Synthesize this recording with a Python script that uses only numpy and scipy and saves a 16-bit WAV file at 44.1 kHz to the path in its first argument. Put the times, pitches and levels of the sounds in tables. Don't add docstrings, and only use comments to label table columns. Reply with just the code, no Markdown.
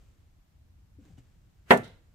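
import sys
import numpy as np
from scipy import signal
from scipy.fft import rfft, irfft
from scipy.io import wavfile

SR = 44100
rng = np.random.default_rng(int(sys.argv[2]) if len(sys.argv) > 2 else 0)


def linear_from_db(decibels):
    return 10 ** (np.asarray(decibels, float) / 20)


def to_wav(s):
    ch = np.atleast_2d(s).T
    pcm = np.round(np.clip(ch, -1, 1) * 32767)
    wavfile.write(sys.argv[1], SR, pcm.astype(np.int16))


N = 94682
T = np.arange(N) / SR
HZ = np.maximum(np.fft.rfftfreq(N, 1 / SR), 1)
LEFT_RIGHT = np.array([[1], [-1]])


def level(x, db):
    return x * linear_from_db(db) / np.sqrt(np.mean(x ** 2))


def line(table, at, log=False):
    x, y = np.array(table).T[:2]
    return np.interp(np.log(at), np.log(x), y) if log else np.interp(at, x, y)


def shaped(x, gain):
    return irfft(rfft(x, N) * gain, N)


def stereo_noise(alike_hz):
    mid, side = rng.standard_normal((2, N))
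    side = shaped(side, HZ / np.hypot(HZ, alike_hz))
    return np.array([mid + side, mid - side]) / np.sqrt(2)


def decay(start, t60):
    return (T >= start) * linear_from_db(-60 * np.maximum(T - start, 0) / t60)


def build_up(start, ms):
    return 1 - np.exp(-np.maximum(T - start, 0) * 1000 / ms)


def contact_pushes():
    # (time [s], level [dB], push length [ms])
    contacts = [
        (1.7070, 0, 0.33),
        (1.7090, -8, 0.98),
        (1.7112, 4.5, 0.61),
        (1.7128, -6, 0.37),
        (1.7179, -5, 0.91),
        (1.7363, -11, 1.165),
        (1.7392, -9, 1.2),
    ]
    pushes = []
    for start, db, ms in contacts:
        phase = np.clip((T - start) / (ms / 1000), 0, 1)
        pushes.append(-linear_from_db(db) * np.sin(np.pi * phase) ** 2)
    return pushes


def body_ringing(port_spread_hz):
    mode_hz = [124, 208, 244, 401, 470, 511, 640, 715, 822, 950, 1547, 1765, 1934, 3280]
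    # (level [dB], 60 dB decay time [s])
    modes = [(-16.5, 0.36), (-10.5, 0.24), (-4.5, 0.22), (1.5, 0.14), (-6, 0.18), (-5.5, 0.16), (-7, 0.18),
             (-6, 0.13), (-4, .15), (0, 0.11), (-5, .11), (-4, 0.18), (-3, 0.11), (-5, .08)]
    ringing = 0
    for k, (hz, (db, t60)) in enumerate(zip(mode_hz, modes)):
        port_phase = (-1) ** k * np.arctan(hz / port_spread_hz) * LEFT_RIGHT
        ringing = ringing + linear_from_db(db) * decay(0, t60) * np.sin(2 * np.pi * hz * T + port_phase)
    return ringing * build_up(0, ms=0.23)


def room_tail(port_spread_hz):
    # (centre [Hz], level [dB], 60 dB decay time [s])
    bands = [(70, -32.5, .35), (120, -24, .4), (229.7, -15.5, 0.17), (450, -6.5, 0.11), (1100, -12, .13),
             (2200, 0, 0.074), (3300, -5.5, 0.1), (4200, -21, .25)]
    late_db, late_t60_s = -26, 0.45
    noise, tail = stereo_noise(port_spread_hz), 0
    centres = [row[0] for row in bands]
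    corners = [centres[0] / 2] + centres + [centres[-1] * 1.4]
    for k, (hz, db, t60) in enumerate(bands):
        share = np.interp(np.log(HZ), np.log(corners), np.eye(len(corners))[k + 1])
        fade = decay(0, t60) + linear_from_db(late_db) * decay(0, late_t60_s)
        tail = tail + level(shaped(noise, share), db) * fade
    return linear_from_db(-18) * tail * build_up(0, ms=2)


def knock():
    body_db, direct_db, port_lag_ms = -11.5, 1.5, 0.072
    port_spread_hz = 850
    pushes = contact_pushes()
    body = body_ringing(port_spread_hz)
    tail = room_tail(port_spread_hz)
    lag = np.exp(-2j * np.pi * HZ * port_lag_ms / 1000 * np.array([[1], [0]]))
    direct = linear_from_db(direct_db) * HZ / (HZ - 600j) * lag
    per_push = 8000 / SR
    landing = shaped(pushes[0], rfft(body) * per_push * linear_from_db(body_db))
    return landing + shaped(sum(pushes), rfft(tail) * per_push + direct)


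def clasp():
    # (time [s], level [dB], 60 dB decay time [s], low edge [Hz], high edge [Hz])
    ticks = [
        (1.7065, -31, 0.11, 4450, 18300),
        (1.7180, -52.5, 0.42, 4400, 18200),
        (1.7730, -40.5, .03, 5000, 18120),
        (1.834, -55, 0.36, 3360, 4300),
        (1.843, -61.5, 0.053, 4940, 9000),
        (1.8780, -63.5, 0.026, 4480, 18000),
    ]
    # (frequency [Hz], level [dB per Hz])
    wire_colour = [(1760, -35.5), (3000, -5), (4120, -7.5), (4380, -15), (9190, -14.5), (14300, -21),
                   (15500, -23)]
    fizz = shaped(stereo_noise(2000), linear_from_db(line(wire_colour, HZ, log=True)) * (HZ > 2500))
    out = 0
    for start, db, t60, low_hz, high_hz in ticks:
        band = 1 / np.sqrt((1 + (low_hz / HZ) ** 8) * (1 + (HZ / high_hz) ** 8))
        out = out + level(shaped(fizz, band), db) * decay(start, t60) * build_up(start, ms=0.66)
    return out


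def faint_swell():
    # (time [s], level [dB])
    swell_path = [
        (1.66, -75),
        (1.68, -63),
        (1.695, -52.5),
        (1.705, -44.5),
        (1.712, -87.5),
    ]
    # (centre [Hz], width [Hz], level [dB])
    swell_bands = [(400, 810, -1), (930, 460, 1.5), (1500, 800, 2.5), (3220, 600, -14)]
    ringing = 0
    for k, (hz, width, db) in enumerate(swell_bands):
        ringing = ringing + (-1) ** k * linear_from_db(db) / (1 + 1j * (HZ / hz - hz / HZ) * hz / width)
    swelling = (T > swell_path[0][0]) * (T < swell_path[-1][0])
    return level(shaped(stereo_noise(1300), ringing), 0) * linear_from_db(line(swell_path, T)) * swelling


def arm_bumps():
    # (time [s], level [dB], frequency [Hz], 60 dB decay time [s])
    bumps = [(0.971, -41.5, 88.7, 0.19), (.985, -47.5, 281, 0.16), (.987, -64, 510, 0.13),
             (1.014, -49.5, 220, 0.074), (1.055, -54.5, 295, 0.17), (1.099, -49.5, 170, 0.19),
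             (1.10, -67, 767, 0.079), (1.127, -42.5, 81.6, 0.18), (1.179, -51.5, 270, 0.097),
             (1.178, -61, 754, 0.065), (1.179, -67, 2910, 0.071), (1.179, -45.5, 120, 0.18)]
    out = 0
    for start, db, hz, t60 in bumps:
        onset = np.clip((T - start) * hz / 0.77, 0, 1)
        out = out + linear_from_db(db) * decay(start, t60) * np.sin(2 * np.pi * hz * (T - start)) * onset
    return out * linear_from_db(1.5 * LEFT_RIGHT)


def rustle():
    # (time [s], level [dB])
    rustle_path = [(0, -66), (.1, -69.5), (.25, -76), (.97, -114), (1.0, -70.5), (1.06, -63), (1.12, -65.5),
                   (1.165, -71.5), (1.185, -58.5), (1.22, -70), (1.3, -70.5), (1.37, -75), (2.15, -75)]
    # (frequency [Hz], level [dB per Hz])
    rustle_colour = [(220, 10), (500, 1), (900, -9), (1500, -7.5), (3000, -10), (5000, -15.5),
                     (7500, -11.5), (10000, -26)]
    grains_per_s, scatter_db = 8500, 1.5
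    size = linear_from_db(scatter_db * rng.exponential(size=(3, N))) * rng.standard_normal((3, N))
    clicks = size * (rng.random(N) < grains_per_s / SR)
    clicks = clicks[:2] + clicks[2]
    grainy = shaped(clicks, linear_from_db(line(rustle_colour, HZ, log=True)))
    return level(grainy, 0) * linear_from_db(line(rustle_path, T))


def room_rumble():
    # (frequency [Hz], level [dB per Hz])
    rumble_colour = [(12, -41.5), (20, -7.5), (76, -3), (148, -14.5), (214, -22.5), (303, -29),
                     (333, -26.5), (367, -37), (2000, -34.5), (2600, -73), (4400, -120)]
    swell_db = level(shaped(rng.standard_normal(N), 1 / (1 + (HZ / 4) ** 2)), 1.5)
    colour = linear_from_db(line(rumble_colour, HZ, log=True)) * (HZ > 15) * (HZ < 600)
    return level(shaped(stereo_noise(350), colour), -59) * linear_from_db(swell_db)


def microphone_hiss():
    # (frequency [Hz], level [dB per Hz])
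    hiss_colour = [(600, -0.5), (1300, -5), (3000, -9.5), (8000, -14), (9700, -19), (10800, -18),
                   (14500, -16), (15700, -22.5)]
    pan_db = 2.5 / (1 + (9000 / HZ) ** 6) * LEFT_RIGHT
    colour = linear_from_db(line(hiss_colour, HZ, log=True) + pan_db) * (HZ >= 600)
    return level(shaped(rng.standard_normal((2, N)), colour), -76)


def scene():
    lean_db = -1.5 / (1 + (1500 / HZ) ** 2) / (1 + (HZ / 11000) ** 6)
    low_cut = 1 / (1 - 1j * 130 / HZ) ** 2
    jar = shaped(knock() + clasp(), linear_from_db(lean_db * LEFT_RIGHT) * low_cut)
    return jar + faint_swell() + arm_bumps() + rustle() + room_rumble() + microphone_hiss()


def low_pass(x):
    return signal.sosfilt(signal.butter(12, 15970, fs=SR, output="sos"), x)


def record(dry):
    limit, top_hz = 1.12, 15700
    rounded = limit * np.tanh(dry / limit)
    mix = shaped(rounded, 1 / (1 + (HZ / top_hz) ** 80))
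    return low_pass(mix)


dry = scene()
out = record(dry)
to_wav(out)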